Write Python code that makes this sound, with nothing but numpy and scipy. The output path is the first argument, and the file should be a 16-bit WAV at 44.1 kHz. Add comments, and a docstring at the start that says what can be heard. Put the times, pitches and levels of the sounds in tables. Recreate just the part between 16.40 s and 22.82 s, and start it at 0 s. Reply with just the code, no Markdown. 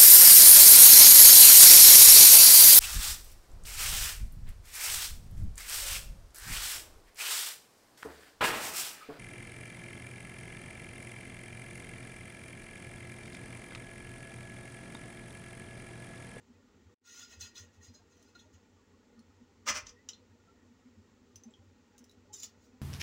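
"""A wide pot of water bubbles on a hob in a small kitchen; the sound drops out briefly near the start.
A bundle of dry spaghetti rustles as it is gathered up, then its tips land on the bottom of the pot.
Single strands click against each other and the rim, until the bundle is let go and fans out.
Spaghetti is bursts of filtered impacts, ringing modes and struck strands; the boil is filtered
impacts with water resonances and gliding bubble tones over a soft noise hiss."""
import sys
import numpy as np
from scipy import signal
from scipy.io import wavfile
from scipy.ndimage import uniform_filter1d

SR = 44100
rng = np.random.default_rng(int(sys.argv[2]) if len(sys.argv) > 2 else 0)


def persist_wave(psi):
    """Save psi, clipped to +-1, as 16-bit WAV."""
    counts = np.round(np.clip(psi, -1, 1) * 32767).astype(np.int16)
    wavfile.write(sys.argv[1], SR, np.atleast_2d(counts).T)


N = 282989
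TIME = np.arange(N) / SR
EDGE_HZ = 15850  # upper band limit; almost nothing sounds above it

# waves of tips landing in the pot: start_s, rise_s, hold_s, relative ticks_db, relative body_db
TIP_LANDINGS = [(3.253, 0.035, 0.0076, -31.5, -34.5), (3.326, 0.03, 0.021, -40.5, -44.5),
                (3.435, 0.032, 0.029, -63, -67)]
# tone colour of the landing: frequency_hz, relative level_db
LANDING_SPECTRUM = [(130, -28), (210, -3), (320, -4.5), (410, -37), (490, -1.5), (600, -3), (680, -14),
                    (780, -4), (1150, 4), (2700, -7), (3900, -17), (5900, -3.5), (7400, -13.5),
                    (11000, -34), (14000, -38), (15500, -24)]
# modes of the held bundle: frequency_hz, relative level_db
BUNDLE_MODES = [(1416, -66), (1879, -69), (2584, -69.5), (2821, -74), (3144, -82), (3429, -79),
                (3774, -79.5), (4140, -72.5), (4953, -73), (5233, -77.5), (5943, -77), (6019, -75.5),
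                (6137, -72), (6449, -79), (6675, -70), (6735, -80.5), (7596, -83.5), (8403, -95)]
# modes of the pot: frequency_hz, relative level_db
POT_MODES = [(595, -43), (918, -52.5), (1064, -52), (1260, -40), (1844, -43.5), (2035, -39), (2404, -40.5),
             (2632, -47.5), (2815, -48), (3531, -61), (4935, -53), (5115, -48), (5744, -44.5),
             (5848, -44.5), (6075, -42.5), (6971, -63)]


def amp(db):
    """Decibels to gain."""
    return 10 ** (np.asarray(db) / 20)


def unit(x):
    """Scales to an rms of one."""
    return x / np.sqrt(np.mean(x ** 2) + 1e-20)


def read(points, hz):
    """Reads a curve of (frequency_hz, value) on a log-frequency axis."""
    f, value = np.transpose(points)
    return np.interp(np.log(hz + 1), np.log(f), value)


def add(mix, s, sound):
    """Mixes a sound in at time s."""
    part = mix[max(round(s * SR), 0):][:len(sound)]
    part += sound[:len(part)]


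def colour(x, spectrum, size=4096):
    """Causal minimum-phase filter with the given spectrum, so that attacks stay sharp."""
    hz = abs(np.fft.fftfreq(size, 1 / SR))
    log_gain = np.log(amp(np.maximum(read(spectrum, hz), -100)))
    # the Hilbert transform of the log gain supplies the phase
    response = np.fft.ifft(np.exp(np.conj(signal.hilbert(log_gain)))).real
    return signal.oaconvolve(x, response[:size // 2])[:len(x)]


def resonate(x, hz, width_hz):
    """One resonance, with a gain of one at its peak."""
    b, a = signal.iirpeak(min(hz, SR / 2 - 1), hz / abs(width_hz), SR)
    return signal.lfilter(b, a, x)


def patter(per_s, spread_db, size=N):
    """Random tiny impacts of either sign, most of them weak and a few strong."""
    strength_db = spread_db * np.minimum(rng.exponential(1, size), np.pi)
    force = amp(strength_db) * rng.choice([-1, 1], size)
    return force * (rng.random(size) < per_s / SR)


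def surges(t, rows, fall_db_per_s):
    """Each push builds up, holds and dies away; rows are (start_s, rise_s, hold_s, level_db)."""
    power = np.zeros(len(t))
    for s, rise_s, hold_s, db in rows:
        attack = np.clip((t - s) / rise_s, 0, 1) ** 2
        release_db = fall_db_per_s * np.maximum(t - s - rise_s - hold_s, 0)
        power += (attack * amp(db - release_db)) ** 2
    return np.sqrt(power)


def spaghetti():
    """The whole bundle is gathered, stood in the pot and let go: three rattles of strand contacts."""
    # shoves that gather the bundle: start_s, rise_s, hold_s, relative ticks_db, relative body_db
    shoves = [(0.62, 0.046, 0.16, -50.5, -59.5), (0.86, 0.059, .005, -54.5, -61),
              (0.985, 0.028, 0.011, -45, -56.5), (1.02, 0.024, .012, -66, -62),
              (1.135, 0.026, 0.032, -53, -59), (1.31, 0.034, .003, -68.5, -77),
              (1.385, 0.06, 0.011, -59, -70), (1.53, 0.012, .002, -63, -79),
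              (1.66, 0.057, 0.18, -73, -81.5), (1.94, 0.012, 0.0035, -67, -66),
              (1.98, 0.011, .003, -64, -91), (2.115, 0.023, .003, -68.5, -71)]
    # tone colour of the gathering: frequency_hz, relative level_db
    shove_spectrum = [(500, -51), (1000, -6), (1420, -20.5), (1650, -13.5), (1880, 2.5), (2300, -12.5),
                      (2700, -4), (4400, -9), (5500, -2), (6660, 2), (8700, -15), (11500, -19.5),
                      (13500, -28), (15300, -10.5)]
    # slides as it fans out along the rim: start_s, rise_s, hold_s, relative ticks_db, relative body_db
    slides = [(5.922, .017, 0.0033, -46, -74), (5.945, .02, 0.043, -54, -78),
              (6.0, 0.035, 0.0068, -46, -61.5), (6.14, 0.11, .012, -71, -92)]
    # tone colour of the slides: frequency_hz, relative level_db
    slide_spectrum = [(700, -47), (1200, -29), (2100, -10), (3200, -15), (4200, -3.5), (5500, -3),
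                      (7000, 6), (8500, -15.5), (11000, -20), (13400, -21), (15000, -10)]
    out = np.zeros(N)
    add(out, *rattle(shoves, shove_spectrum, BUNDLE_MODES,
                     ticks_fall_db_per_s=282, body_fall_db_per_s=230, per_s=2500, spread_db=4.0,
                     direct_db=-4.5, twang_db=4.0, ring_db=-5.5, width_hz=21.5, knocks_per_s=130))
    add(out, *rattle(TIP_LANDINGS, LANDING_SPECTRUM, POT_MODES,
                     ticks_fall_db_per_s=516, body_fall_db_per_s=444, per_s=4000, spread_db=1.5,
                     direct_db=0.74, twang_db=-4, ring_db=-9, width_hz=20.5, knocks_per_s=460))
    add(out, *rattle(slides, slide_spectrum, POT_MODES,
                     ticks_fall_db_per_s=420, body_fall_db_per_s=410, per_s=1800, spread_db=3.0,
                     direct_db=-1, twang_db=16, ring_db=-10, width_hz=30, knocks_per_s=140))
    return out


def rattle(rows, spectrum, modes, ticks_fall_db_per_s, body_fall_db_per_s, per_s, spread_db, direct_db,
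           twang_db, ring_db, width_hz, knocks_per_s, split_hz=3200):
    """Strand contacts as bright ticks over a hollow body; separate sparse knocks ring each mode."""
    s, rise_s, hold_s, ticks_db, body_db = np.transpose(rows)
    t = np.arange(s[0], s[-1] + .3, 1 / SR)
    bright = surges(t, zip(s, rise_s, hold_s, ticks_db), ticks_fall_db_per_s)
    hollow = surges(t, zip(s, rise_s, hold_s, body_db), body_fall_db_per_s)
    ticks = unit(patter(per_s, spread_db)[:len(t)])
    ringing_strands = amp(twang_db) * twangs(len(t), t60=0.081, spread_db=3)
    contacts = colour(ticks + ringing_strands, spectrum)
    high = signal.sosfilt(signal.butter(4, split_hz, "high", fs=SR, output="sos"), contacts)
    low = signal.sosfilt(signal.butter(4, split_hz, "low", fs=SR, output="sos"), contacts)
    sound = amp(direct_db) * (bright * unit(high) + hollow * unit(low))
    loudest_db = max(db for _, db in modes)
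    for hz, db in modes:
        push = bright if hz > split_hz else hollow
        blows = unit(patter(knocks_per_s, spread_db, size=2 * SR))[:len(t)] * push
        # a narrow mode takes only its share of a blow's energy
        makeup = np.sqrt(SR / (np.pi * width_hz))
        sound += amp(db - loudest_db + ring_db) * makeup * resonate(blows, hz, width_hz)
    return s[0], sound


def twangs(size, t60, spread_db, count=5000):
    """Hits spread over two seconds, cut to size: each strand rings briefly at its own pitch."""
    out, age = np.zeros(size), np.arange(SR // 16) / SR
    decay = amp(-60 * age / t60)
    hits = rng.random((count, 3)) * [2, EDGE_HZ, 1]
    for s, hz, luck in hits[hits[:, 0] < size / SR]:
        strength = amp(-spread_db * np.log(max(luck, .1)))
        add(out, s, strength * decay * np.sin(2 * np.pi * hz * age))
    return unit(out)


def afterring(ring_db=-12):
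    """Each wave of tips leaves the pot ringing."""
    out, t = np.zeros(N), np.arange(SR // 2) / SR
    for s, rise_s, hold_s, _, body_db in TIP_LANDINGS:
        fade_in = np.minimum(t / hold_s, 1)
        add(out, s + rise_s, amp(body_db + ring_db) * fade_in * pot_ring(t, LANDING_SPECTRUM))
    return out


def pot_ring(t, spectrum, t60_at_1khz=0.49, damping=0.74):
    """The modes of the pot dying away after a blow of the given colour, the high ones first."""
    hz, db = np.transpose(POT_MODES)
    phases = np.outer(hz, t) + rng.random((len(hz), 1))
    tones = amp(db + read(spectrum, hz))[:, None] * np.sin(2 * np.pi * phases)
    t60 = t60_at_1khz * (hz / 10 ** 3) ** -damping
    return (tones * amp(-60 * t / t60[:, None])).sum(0) / tones.sum(0).std()


def knocks(rise_s=0.0024, t60=0.1, reach_octaves=0.2):
    """Strands settling in the bundle ring those of its modes that lie near their own pitch."""
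    # strands knocking as they settle: start_s, relative level_db, pitch_hz
    settling = [(0.825, -54, 1420), (1.154, -54.5, 3570), (1.171, -55, 4130), (1.409, -66, 1880),
                (1.429, -59, 6900), (1.545, -61, 6900), (1.548, -60.5, 4470), (1.95, -59.5, 4140),
                (1.952, -57, 1540), (1.99, -59.5, 3600)]
    out, t = np.zeros(N), np.arange(SR // 4) / SR
    hz, mode_db = np.transpose(BUNDLE_MODES)
    shape = (1 - np.exp(-t / rise_s)) * np.exp(-np.log(1000) * t / t60)
    for s, db, centre_hz in settling:
        weight = amp(mode_db) * np.exp(-(np.log2(hz / centre_hz) / reach_octaves) ** 2)
        tones = np.sin(2 * np.pi * (np.outer(hz, t) + rng.random((len(hz), 1))))
        add(out, s, amp(db) * shape / shape.max() * unit(weight @ tones))
    return out


def clicks(width_hz=200, crack_db=5, crack_s=0.0029, rise_s=0.00047, t60=0.094, partials_db=3,
           pot_db=-18, count=70):
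    """One strand strikes: a treble snap, chatter, scattered partials, one clear ping; the pot rings on."""
    # strand strikes: start_s, relative level_db, pitch_hz, relative snap_db, ping_over_chatter_db
    strikes = [(0.7938, -49, 6800, -10, 2), (1.0085, -44.5, 6200, -15, 14), (1.179, -48, 5950, -29, 4),
               (1.826, -65.5, 6230, -5, 1), (2.7916, -66, 4270, -14, 1), (2.792, -76, 9270, -20, 13),
               (3.4681, -45, 6060, -32, 0), (3.492, -50.5, 5990, -37, -3), (3.688, -38, 5980, -20, -6),
               (3.691, -50, 2890, -33, 2), (3.733, -51.5, 4100, -25, 8), (3.7435, -60, 3620, -35, 6),
               (4.9578, -50, 6100, -10, 5), (4.9637, -68, 5900, -20, 13), (5.0357, -55, 6120, -16.5, 12),
               (5.107, -69.5, 7590, -23, 8), (5.138, -58.5, 3220, -30, 15), (5.5799, -60.5, 6600, -1.5, -1),
               (5.59, -62.5, 6140, -6, 4), (5.6408, -61.5, 5980, -5, 1), (5.695, -62.5, 3940, -8, 8),
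               (5.7125, -66, 3950, -6, -1), (5.9312, -52, 7300, -29, 6), (5.9393, -45.5, 7170, -30, 13),
               (6.0, -51, 6060, -10, -1), (6.0323, -43.5, 7070, -8, -7), (6.0422, -52, 6730, -12, -4)]
    # colour of the chatter: frequency_hz, relative level_db
    chatter_spectrum = [(300, -30), (1500, -19.5), (2300, -19.5), (2900, -5), (3800, -3.5), (4300, -12),
                        (5300, 2.5), (6300, -1), (7400, -1), (8400, -33), (15500, -46)]
    # colour of the treble snap: frequency_hz, relative level_db
    snap_spectrum = [(4000, -9.5), (8000, 2), (10000, 4.5), (13000, -7), (15300, 4)]
    out, t = np.zeros(N), np.arange(SR // 5) / SR
    for s, db, hz, snap_db, ping_db in strikes:
        crack = 1 + amp(crack_db) * np.exp(-t / crack_s)
        shape = (1 - np.exp(-t / rise_s)) * np.exp(-np.log(1000) * t / t60) * crack
        shape /= np.sqrt(np.mean(shape[:SR // 250] ** 2))  # level over the first 4 ms
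        chatter, snap, wander = rng.standard_normal((3, len(t)))
        phases = np.outer(rng.random(count) * EDGE_HZ, t) + rng.random((count, 1))
        partials = np.sin(2 * np.pi * phases).sum(0)
        body = unit(colour(chatter + amp(partials_db) * unit(partials), chatter_spectrum))
        # the ping's pitch wanders, which widens its line
        drift = width_hz / 2 * unit(uniform_filter1d(wander, SR // 500))
        ping = unit(np.sin(2 * np.pi * np.cumsum(hz + drift) / SR))
        bright_snap = amp(snap_db) * unit(colour(snap, snap_spectrum))
        click = unit(body + amp(ping_db) * ping) + bright_snap
        add(out, s, amp(db) * (shape * click + amp(pot_db) * pot_ring(t, chatter_spectrum)))
    return out


def thud(start_s=3.28, rise_s=0.024, hold_s=0.21, level_db=-61, fall_db_per_s=400, hz=68, width_hz=45):
    """The weight of the bundle makes the pot judder on the hob: a swell of low resonant noise."""
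    judder = resonate(resonate(rng.standard_normal(N), hz, width_hz), hz, width_hz)
    return surges(TIME, [(start_s, rise_s, hold_s, level_db)], fall_db_per_s) * unit(judder)


def boil(rumble_db=-64.5, hiss_db=-76.5, ring_db=5):
    """Countless small collapses rumble in the water; larger bubbles stand out over a steady soft hiss."""
    # colour of the steady boil: frequency_hz, relative level_db
    boil_spectrum = [(15, -60.5), (25, -17), (87, -4.5), (106, -10), (134, -15), (231, -3), (359, -12),
                     (485, -12.5), (695, -23), (1320, -21), (1550, -26.5), (1890, -23.5), (3000, -35.5),
                     (3900, -63), (6600, -120)]
    # colour of the background hiss: frequency_hz, relative level_db
    hiss_spectrum = [(1000, -15.5), (2500, -2), (5000, -4.5), (7400, -3.5), (8400, -17.5), (11000, -25.5),
                     (14000, -23), (15600, -16)]
    # resonances of the pot of water that the boil keeps stirring: frequency_hz, width_hz, relative gain_db
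    water_modes = [(95.2, 8.9, 3.5), (244.8, 31, -5), (402.7, 22, -2.5), (479, 16.2, -3), (864, 85, -3.5),
                   (1439, 36, -1), (1868, 50, -3)]
    # big steam pockets collapsing on the bottom: start_s, level_db
    collapses = [(0.439, -57), (0.959, -50.5), (0.999, -51), (1.19, -50), (1.367, -55), (1.473, -51.5),
                 (2.128, -55), (3.3, -57.5), (3.885, -57), (4.563, -56.5), (4.935, -59), (5.179, -55.5),
                 (5.259, -54.5)]
    # steam bubbles welling up: start_s, level_db
    wellings = [(0.084, -53.5), (1.494, -61.5), (2.773, -53.5), (3.004, -53.5), (3.28, -51), (4.294, -57),
                (4.445, -53), (4.562, -54.5), (5.05, -47.5), (5.595, -54.5), (6.325, -53)]
    # small bubbles bursting: start_s, level_db, pitch_hz
    bursts = [(2.045, -68, 618), (3.51, -61, 479), (3.55, -65.5, 1890), (3.578, -67, 1975),
              (4.07, -64, 1345), (5.525, -67, 836), (5.89, -59.5, 844)]
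    churn = colour(patter(per_s=3700, spread_db=3.0), boil_spectrum)
    ringing = sum(amp(db + ring_db) * resonate(churn, hz, width) for hz, width, db in water_modes)
    rumble = amp(rumble_db) * unit(churn + ringing)
    hiss = amp(hiss_db) * unit(colour(rng.standard_normal(N), hiss_spectrum))
    thumps = bubbles(near_pitch(collapses, hz=90.7), swell_s=0.027, glide=-.01)
    glugs = bubbles(near_pitch(wellings, hz=236.6), swell_s=0.022, glide=0.013)
    plops = bubbles(bursts, swell_s=0.022, glide=0.011)
    fizz = bubbles(simmer(), swell_s=0.014, glide=0.0081)
    return rumble + hiss + thumps + glugs + plops + fizz


def bubbles(rows, swell_s, glide):
    """Each bubble swells and dies as a short tone whose pitch slides by the glide per swell time."""
    out, t = np.zeros(N), np.arange(SR // 4) / SR
    age = t / swell_s
    shape = (age * np.exp(1 - age)) ** np.e
    for s, db, hz in rows:
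        turns = np.cumsum(hz * (1 + glide * (age - 1))) / SR + rng.random()
        add(out, s, amp(db) * shape * np.sin(2 * np.pi * turns))
    return out


def near_pitch(rows, hz, scatter=0.039):
    """Bubbles of one size all sound close to one pitch."""
    return [(s, db, hz * (1 + scatter * rng.standard_normal())) for s, db in rows]


def simmer(level_db=-83.0, spread_db=3.5, low_hz=330, high_hz=2600, tilt_db=-3.0, count=260):
    """Little bubbles at random times, fainter by the tilt with each octave up."""
    when, size, luck = rng.random((count, 3)).T
    hz = low_hz * (high_hz / low_hz) ** size
    db = level_db + tilt_db * np.log2(hz / high_hz) - spread_db * np.log(np.maximum(luck, .1))
    return np.column_stack([when * N / SR, db, hz])


def kitchen(x, delay_s=0.0014):
    """A dense tail from tiles and worktop: decaying noise whose mids linger longest."""
    # decay of the room: frequency_hz, t60_s
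    room_decay = [(200, 0.04), (1500, 0.29), (5000, 0.2), (9000, 0.059), (15000, 0.099)]
    hz, t, z = signal.stft(rng.standard_normal(SR // 2), SR, nperseg=256)
    decay = np.exp(-np.log(1000) * t / read(room_decay, hz)[:, None])
    tail = signal.istft(z * decay, SR)[1]
    tail *= 1 - np.exp(-np.arange(len(tail)) / (SR * delay_s))  # soft onset
    return signal.fftconvolve(x, tail / np.linalg.norm(tail))[:N]


def scene(room_db=-12):
    """Pasta with its room tail, over the pot's judder and the boiling water."""
    pasta = spaghetti() + afterring() + knocks() + clicks()
    return (pasta + amp(room_db) * kitchen(pasta) + thud() + boil())[None]


def record(dry):
    """The level drops out for a moment, jumps partway back and climbs; then the band limit."""
    mute_start_s, mute_end_s, mute_db = .545, .613, -36
    return_from_db, return_s = -17, 0.092
    return_db = return_from_db * np.exp(-np.maximum(TIME - mute_end_s, 0) / return_s)
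    gain_db = np.select([TIME < mute_start_s, TIME < mute_end_s], [0, mute_db], return_db)
    heard = dry * amp(uniform_filter1d(gain_db, size=300))  # smoothed edges
    lowpass = signal.firwin(511, EDGE_HZ, window=("kaiser", 9), fs=SR)
    return signal.oaconvolve(heard, lowpass[None], "same")


dry = scene()
out = record(dry)
persist_wave(out)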